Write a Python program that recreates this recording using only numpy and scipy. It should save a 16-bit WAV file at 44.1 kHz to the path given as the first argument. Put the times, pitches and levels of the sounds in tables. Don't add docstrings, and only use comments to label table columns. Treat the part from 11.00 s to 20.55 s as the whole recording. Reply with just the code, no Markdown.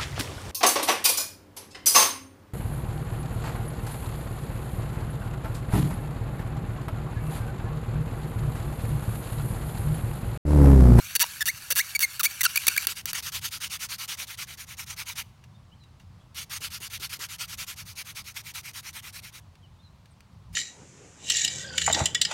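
import sys
import numpy as np
from scipy import signal
from scipy.fft import rfft, irfft, next_fast_len
from scipy.io import wavfile
from scipy.ndimage import uniform_filter1d, map_coordinates

SR = 44100
rng = np.random.default_rng(int(sys.argv[2]) if len(sys.argv) > 2 else 0)


def file_out(sig):
    cols = np.atleast_2d(sig).T
    lim = np.clip(cols, -1, 1)
    pcm = np.round(lim * 32767).astype(np.int16)
    wavfile.write(sys.argv[1], SR, pcm)


N = 421155
TOP_HZ = 16100


def amp(db):
    return 10 ** (np.asarray(db) / 20)


def unit(x):
    return x / np.sqrt(np.mean(x ** 2) + 1e-20)


def curve(points, at):
    return np.interp(at, *np.transpose(points))


def add(track, start_s, x):
    i = round(start_s * SR)
    x, i = x[max(-i, 0):], max(i, 0)
    track[i:i + len(x)] += x[:max(len(track) - i, 0)]


def wobble(rate_hz, size=N):
    knots = rng.standard_normal(int(size * rate_hz / SR) + 4)
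    at = np.linspace(0, len(knots) - 1, 10 * len(knots))
    smooth = map_coordinates(knots, [at], mode="nearest")
    return np.interp(np.arange(size) * rate_hz / SR, at, smooth)


# centre in Hz, width in Hz, peak in dB at a wood share of 1.
WOOD_MODES = [(1460, 520, 1.5), (1670, 190, 3.5), (2135, 750, 0.5), (2780, 280, 7.5), (3680, 450, 5),
              (4490, 230, 7.5), (5904, 700, 5.5)]


def colour(x, spectrum, wood=0.0, size=16384):
    hz = np.fft.rfftfreq(size, 1 / SR)
    f, level_db = np.transpose(spectrum)
    db = np.interp(np.log(hz + 1), np.log(f), level_db)
    db = db + wood * sum(peak / (1 + (2 * (hz - c) / w) ** 2) for c, w, peak in WOOD_MODES)
    cepstrum = irfft(np.log(unit(amp(db)) + 1e-6))
    cepstrum[1:size // 2] *= 2
    cepstrum[size // 2 + 1:] = 0
    impulse = irfft(np.exp(rfft(cepstrum)))
    return signal.fftconvolve(x, impulse)[:len(x)]


def grit(clump_db, clump_hz):
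    return rng.standard_normal(N) * amp(clump_db * wobble(clump_hz))


def patchy(x, depth_db):
    z = signal.stft(x, nperseg=512)[2]
    field = uniform_filter1d(rng.standard_normal(z.shape), 6, axis=0)
    field = uniform_filter1d(field, size=7, axis=1)
    return unit(signal.istft(z * amp(depth_db * unit(field)), nperseg=512)[1][:N])


# time in seconds, relative level in dB.
RUMBLE_LEVEL = [(0, -62), (.66, -63), (.73, -54.5), (.82, -65.5), (2.3, -59), (4.5, -59.5), (7.5, -59.5),
                (8.901, -59.5), (9.55, -56.5)]
# frequency in Hz, relative level in dB per Hz.
RUMBLE_SPECTRUM = [(13, -69.5), (22, -52), (34, -30.5), (42, -5), (92, 5.5), (133, 1.5), (205, -8),
                   (295, -29), (400, -40), (520, -62), (880, -120)]
# frequency in Hz, relative level in dB per Hz.
AIR_SPECTRUM = [(280, -6.5), (430, -12), (1050, -7.5), (1600, -16.5), (4200, -19.5), (9000, -29),
                (16000, -37.5)]


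def outdoors():
    rumble_db = curve(RUMBLE_LEVEL, np.arange(N) / SR) + 6.5 + 1.9 * wobble(9)
    rumble = amp(rumble_db) * unit(colour(rng.standard_normal(N), RUMBLE_SPECTRUM))
    hiss = patchy(colour(rng.standard_normal(N), AIR_SPECTRUM), depth_db=1)
    return rumble + amp(-63.0 + 0.54 * wobble(2.5)) * hiss


# start in seconds, end in seconds, first Hz, last Hz, peak level in dB.
BIRD_NOTES = [(4.542, 4.574, 3645, 3570, -61.5), (4.712, 4.75, 2870, 3290, -57),
              (4.792, 4.865, 4210, 3770, -59), (5.19, 5.232, 3250, 3400, -66),
              (8.621, 8.67, 3300, 2800, -58.5), (8.785, 8.825, 3500, 3700, -62),
              (8.821, 8.896, 4212, 3823, -58.5), (9.104, 9.133, 9160, 7930, -64)]


def birds():
    out = np.zeros(N)
    for start, end, first_hz, last_hz, db in BIRD_NOTES:
        u = np.linspace(0, 1, max(int((end - start) * SR), 2))
        hz = first_hz + (last_hz - first_hz) * u
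        hz = hz * (1 + 0.015 * wobble(217, size=len(u)))
        tone = np.sin(2 * np.pi * np.cumsum(hz) / SR)
        add(out, start, amp(db) * np.sin(np.pi * u) * tone)
    return out


def foliage(x):
    t = np.arange(SR // 3) / SR
    tail = colour(rng.standard_normal(len(t)) * amp(-60 * t / 0.52), [(4000, -4), (15000, -6)])
    return signal.fftconvolve(x, tail / np.linalg.norm(tail))[:N]


ROCKING_START_S, ROCKING_END_S = 5.55, 6.25
ROCK_DB = -46.5
TURN_KNOCK_DB, SNAP_KNOCK_DB = -43, -41


def knocks():
    turns = [((start + end) / 2, creak_db + TURN_KNOCK_DB)
             for start, end, *_, creak_db in CATCHES + RELEASES]
    snaps = [(s, db + SNAP_KNOCK_DB) for s, db in SNAPS]
    rocks = [(s, ROCK_DB) for s, _, _, is_back in strokes()
             if ROCKING_START_S < s < ROCKING_END_S and not is_back]
    return turns + snaps + rocks


# start in seconds, level in dB, 60 dB decay in seconds.
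TAPS = [(4.439, -51.5, 0.05), (4.837, -55.5, 0.033), (4.998, -56, 0.12), (8.554, -54, 0.03),
        (9.057, -53.5, 0.031), (9.206, -46, 0.0183)]


def handling():
    taps, thuds, t = np.zeros(N), np.zeros(N), np.arange(SR // 5) / SR
    for s, db, t60_s in TAPS:
        add(taps, s, amp(db - 60 * t / t60_s) * rng.standard_normal(len(t)))
    for s, db in knocks():
        add(thuds, s, amp(db - 60 * t / 0.089) * rng.standard_normal(len(t)))
    tap_spectrum = [(400, -20.5), (2000, 1.5), (4100, -4.0), (7000, -6.0), (15000, -14)]
    thud_spectrum = [(60, -10), (220, -7.5), (340, 1.5), (500, -3.5), (720, -13), (2000, -16.0)]
    return colour(taps, tap_spectrum, wood=1.31) + colour(thuds, thud_spectrum)


# time in seconds, relative level in dB.
GLIDE_PRESSURE = [(0, -40), (.35, -39.5), (.6, -43.5), (.9, -40), (1.12, -41.5), (1.5, -38), (1.82, -33.5)]
# frequency in Hz, relative level in dB per Hz.
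GLIDE_SPECTRUM = [(240, -52.5), (400, -29.5), (839, -17), (1600, -1.5), (2020, -11), (2250, 0), (3370, -10),
                  (4580, -4.5), (5030, -11.5), (5690, -6), (8110, -9), (12700, -7), (16000, -15)]
POLISHED_START_S, POLISHED_END_S = -.02, 1.86
GLIDE_SWELL_DB = 3.5


def gliding():
    t, moving = np.arange(N) / SR, np.zeros(N)
    starts = [POLISHED_START_S] + [end - .008 for _, end, *_ in RELEASES]
    ends = [end + .004 for _, end, *_ in CATCHES] + [POLISHED_END_S]
    for start, end in zip(starts, ends):
        swell = np.sin(np.pi * np.clip((t - start) / (end - start), 0, 1))
        fade = np.clip(np.minimum(t - start, end - t) / 0.0076, 0, 1)
        moving += amp(GLIDE_SWELL_DB * (swell - 2 / np.pi)) * fade
    palms = amp(-61.5) * (t < POLISHED_END_S)
    level = np.hypot(moving * amp(curve(GLIDE_PRESSURE, t)), palms)
    hiss = patchy(colour(grit(clump_db=2.0, clump_hz=944), GLIDE_SPECTRUM, wood=0.51), depth_db=2.5)
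    return level * hiss * amp(-1.0 + 1.4 * wobble(45))


# start in seconds, end in seconds,
# first squeal Hz, last squeal Hz, relative squeal level in dB, relative creak level in dB.
CATCHES = [(.153, .166, 467, 557, -51, -6.5), (.407, .427, 1860, 1697, -28.5, -23),
           (.704, .727, 569, 498.7, -45, -10.5), (.950, .965, 2301, 2243, -25, -23),
           (1.195, 1.212, 1535, 1200, -31.5, -15.5), (1.408, 1.418, 2100, 1950, -26, -13.5),
           (1.558, 1.563, 2280, 2250, -27, -12), (1.668, 1.671, 2169, 2221, -27, -9),
           (1.764, 1.767, 1740, 1600, -28.5, -16.5)]
# start in seconds, end in seconds,
# first squeal Hz, last squeal Hz, relative squeal level in dB, relative creak level in dB.
RELEASES = [(.201, 0.242, 965, 950, -33, -5.5), (0.4567, .504, 1800, 2226, -28, -12),
            (.759, 0.814, 1500, 2250, -27, -7), (1.0044, 1.051, 2234, 2090, -23, -10),
            (1.2326, 1.27, 2130, 2330, -25, -7.5), (1.433, 1.467, 1600, 1338, -23, -8.5),
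            (1.571, 1.578, 2514, 2400, -18.5, -13), (1.680, 1.687, 2690, 2350, -21, -2),
            (1.775, 1.781, 2240, 2350, -17, -14.5)]
CREAK_SHARE, SQUEAL_SHARE = .7, .48
CREAK_FIRST_HZ, CREAK_LAST_HZ, RELEASE_S = 240.3, 481, .045
FASTEST_SLIP_HZ = 1250


def creaks():
    for start, end, first_hz, last_hz, _, db in CATCHES:
        cycles = np.ceil(first_hz / FASTEST_SLIP_HZ)
        yield start, end, first_hz / cycles, last_hz / cycles, db
    for start, end, _, _, _, db in RELEASES:
        haste = np.sqrt(RELEASE_S / (end - start))
        creak_end = start + CREAK_SHARE * (end - start)
        yield start, creak_end, haste * CREAK_FIRST_HZ, haste * CREAK_LAST_HZ, db


# time in seconds, relative level in dB.
SNAPS = [(0.1955, -10), (.754, -18), (0.9928, -8.5), (1.8701, -1), (2.057, -9.5), (2.1322, -10)]
# frequency in Hz, relative level in dB per Hz.
SLIP_SPECTRUM = [(200, -26), (700, -23), (1100, -6.5), (1700, 2), (5500, -3), (7500, 0), (10000, 4),
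                 (15500, 4)]


def creaking():
    slips = list(SNAPS)
    for start, end, first_hz, last_hz, db in creaks():
        u = np.linspace(0, 1, max(int((end - start) * SR), 2))
        cycles = np.cumsum(first_hz + (last_hz - first_hz) * u) / SR
        at = np.interp(np.arange(int(cycles[-1]) + 1), cycles, u)
        chance = rng.standard_normal(size=(64, 2))[:len(at)]
        times = start + at * (end - start) + 0.0001 * chance[:, 0]
        slips += zip(times, db + chance[:, 1])
    force, scrape, t = np.zeros(N), np.zeros(N), np.arange(SR // 20) / SR
    for s, db in slips:
        crack = rng.standard_normal(len(t)) * amp(-60 * t / .0016)
        add(force, s, amp(db + 6.5) * crack / np.linalg.norm(crack))
        add(scrape, s, amp(db - 12) * rng.standard_normal(len(t)) * amp(-60 * t / 0.017))
    ring_spectrum = [(300, -29), (750, -17), (1050, -1.5), (2800, -4.5), (15000, 7)]
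    return colour(force, SLIP_SPECTRUM, wood=0.37) + colour(scrape, ring_spectrum, wood=2.52)


def squeals():
    for start, end, first_hz, last_hz, db, _ in CATCHES:
        yield start, end, first_hz, last_hz, db
    for start, end, first_hz, last_hz, db, _ in RELEASES:
        yield end - SQUEAL_SHARE * (end - start), end, first_hz, last_hz, db


HARMONICS_DB = [3, -7.5, -5, -7, -10.5, -9.5, -10.5, -19]
# squeal frequency in Hz, roughness from 0 to 1.
ROUGHNESS = [(1500, .6), (2300, .15)]
# frequency in Hz, relative level in dB.
SQUEAL_TILT = [(500, 0), (1400, -0.5), (2300, 1), (5000, -2), (9000, 0), (15000, 1)]


def squealing():
    out = np.zeros(N)
    for start, end, first_hz, last_hz, db in squeals():
        length_s = max(end - start, .002)
        t = np.arange(int(length_s * SR) + SR // 50) / SR
        glide_hz = np.interp(t, [0, length_s], [first_hz, last_hz])
        rough = np.clip(curve(ROUGHNESS, glide_hz), 0, 1)
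        jitter = .045 * rough * wobble(1300, size=len(t)) + .008 * wobble(120, size=len(t))
        phase = 2 * np.pi * np.cumsum(glide_hz * (1 + jitter)) / SR
        after = np.maximum(t - length_s, 0)
        upper = sum(amp(level) * np.sin(k * phase + rng.uniform(0, 2 * np.pi)) * (k * first_hz < TOP_HZ)
                    for k, level in enumerate(HARMONICS_DB[1:], 2))
        upper = amp(5.6 * rough) * (upper + 0.069 * rng.standard_normal(len(t)))
        mode = np.sin(phase) * amp(HARMONICS_DB[0] - 60 * after / .016)
        tone = mode + upper * amp(-60 * after / 0.0031)
        level = amp(db + 5.9 * rough * wobble(700, size=len(t)))
        add(out, start, tone * level * (1 - np.exp(-t / .0005)))
    return colour(out, SQUEAL_TILT, wood=.9)


# start in seconds, end in seconds,
# slowing in seconds per stroke, limp from 0 to 1.
RUNS = [(1.871, 2.035, 0.00096, 0), (2.055, 2.135, 0, 0), (2.13, 3.172, .0001, 0.05),
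        (3.171, 4.249, -0.00062, 0.86), (5.345, 5.464, -0.0034, 0), (5.495, 5.603, -0.0046, 0.14),
        (5.605, 6.761, -.00045, 0.34), (6.76, 8.421, .00012, 0.97), (9.527, 9.635, -0.0021, 0)]
# time in seconds, relative level in dB.
RASP_PRESSURE = [(1.91, -32.5), (1.99, -36.5), (2.17, -31.5), (2.5, -33), (3.15, -33.5), (3.6, -39.5),
                 (4.2, -35), (5.4, -38), (5.55, -34.5), (6.7, -36), (6.81, -41.5), (7, -38.5), (7.22, -41),
                 (7.4, -40), (7.9, -38), (8.17, -40.5), (8.37, -45), (9.55, -47.5)]
STROKE_HZ = 10.3
LIMP_EARLY_S, LIMP_DB = 0.0044, -2.5
REST_S = .014


def strokes():
    for start, end, slowing_s, limp in RUNS:
        count = max(round((end - start) * STROKE_HZ), 1)
        k = np.arange(count + 1)
        back = k % 2
        turns = np.linspace(start, end, count + 1) + slowing_s * k * (k - count) / 2
        turns = turns - LIMP_EARLY_S * limp * back
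        for s, period_s, is_back in zip(turns, np.diff(turns), back):
            db = curve(RASP_PRESSURE, s + period_s / 2) + LIMP_DB * limp * is_back
            yield s, period_s - REST_S, db, is_back


# start in seconds, end in seconds.
DESCENTS = [(1.87, 4.6), (5.35, 8.5)]
SHIFT_SHARE = 0.35


def hands_low():
    t, low = np.arange(N) / SR, np.zeros(N)
    for start, end in DESCENTS:
        way = (t - start) / (end - start)
        low = np.where(t >= start, np.clip(.5 + (way - .5) / SHIFT_SHARE, 0, 1), low)
    return low


# frequency in Hz, relative level in dB per Hz.
RASP_SPECTRUM = [(300, -18.5), (720, -16), (1020, -5.5), (2000, -1.5), (6500, 0.5), (7600, -5.5),
                 (9600, -1.5), (10400, -7.5), (11400, -2.5), (15800, -9.5)]
# nominal frequency in Hz, nominal width in Hz,
# relative level in dB with hands high, relative level in dB with hands low.
SPINDLE_MODES = [(935, 220, -31.5, -18), (1353, 180, -13, -13.5), (2270, 540, -10.5, -2),
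                 (2896, 650, -5.5, -14), (3940, 233, -27, -10), (4540, 370, -10, -24)]


def rasping():
    speed, force, t = np.zeros(N), np.zeros(N), np.arange(N) / SR
    starts = [row[0] for row in strokes()]
    for start, length_s, db, _ in strokes():
        age = np.arange(int(length_s * SR)) / SR
        arc = np.sin(np.pi * age / length_s).clip(0)
        bite = np.clip(np.minimum(age / 0.0014, (length_s - age) / 0.0044), 0, 1)
        add(speed, start, arc)
        add(force, start, amp(db) * bite * (0.9 * arc ** 1.31 + 0.25))
    rasp = patchy(colour(grit(clump_db=0.5, clump_hz=1510), RASP_SPECTRUM, wood=0.21), depth_db=2.5)
    stroke = np.searchsorted(starts, t)
    travel = np.cumsum(1 + .07 * (speed - .75))
    body, low = np.zeros(N), hands_low()
    for hz, width_hz, high_db, low_db in SPINDLE_MODES:
        free = (1 - low) * amp(high_db) + low * amp(low_db)
        mode = signal.iirpeak(hz, hz / (1.2 * width_hz), SR)
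        ring = signal.lfilter(*mode, rng.standard_normal(N))
        ring = unit(signal.lfilter(*mode, ring))
        grip = amp(2 * rng.standard_normal(len(starts) + 1))[stroke]
        body += grip * free * np.interp(travel, np.arange(N), ring)
    chatter = amp(-5 + 2.15 * wobble(120)) * speed ** 0.67
    return force * amp(1.66 * wobble(65)) * (amp(-1) * rasp + chatter * body)


def scene():
    song = birds()
    drill = handling() + gliding() + creaking() + squealing() + rasping()
    echo = foliage(amp(-25) * drill + amp(-13.0) * song)
    return (outdoors() + song + echo + drill)[None]


def record(dry):
    rounded = dry / (1 + (dry / .8) ** 6) ** (1 / 6)
    size = next_fast_len(N + 8192)
    hz = np.fft.rfftfreq(size, 1 / SR)
    lowpass = 1 / np.sqrt(1 + (hz / TOP_HZ) ** 160)
    return irfft(rfft(rounded, size) * lowpass, size)[:, :N]


dry = scene()
out = record(dry)
file_out(out)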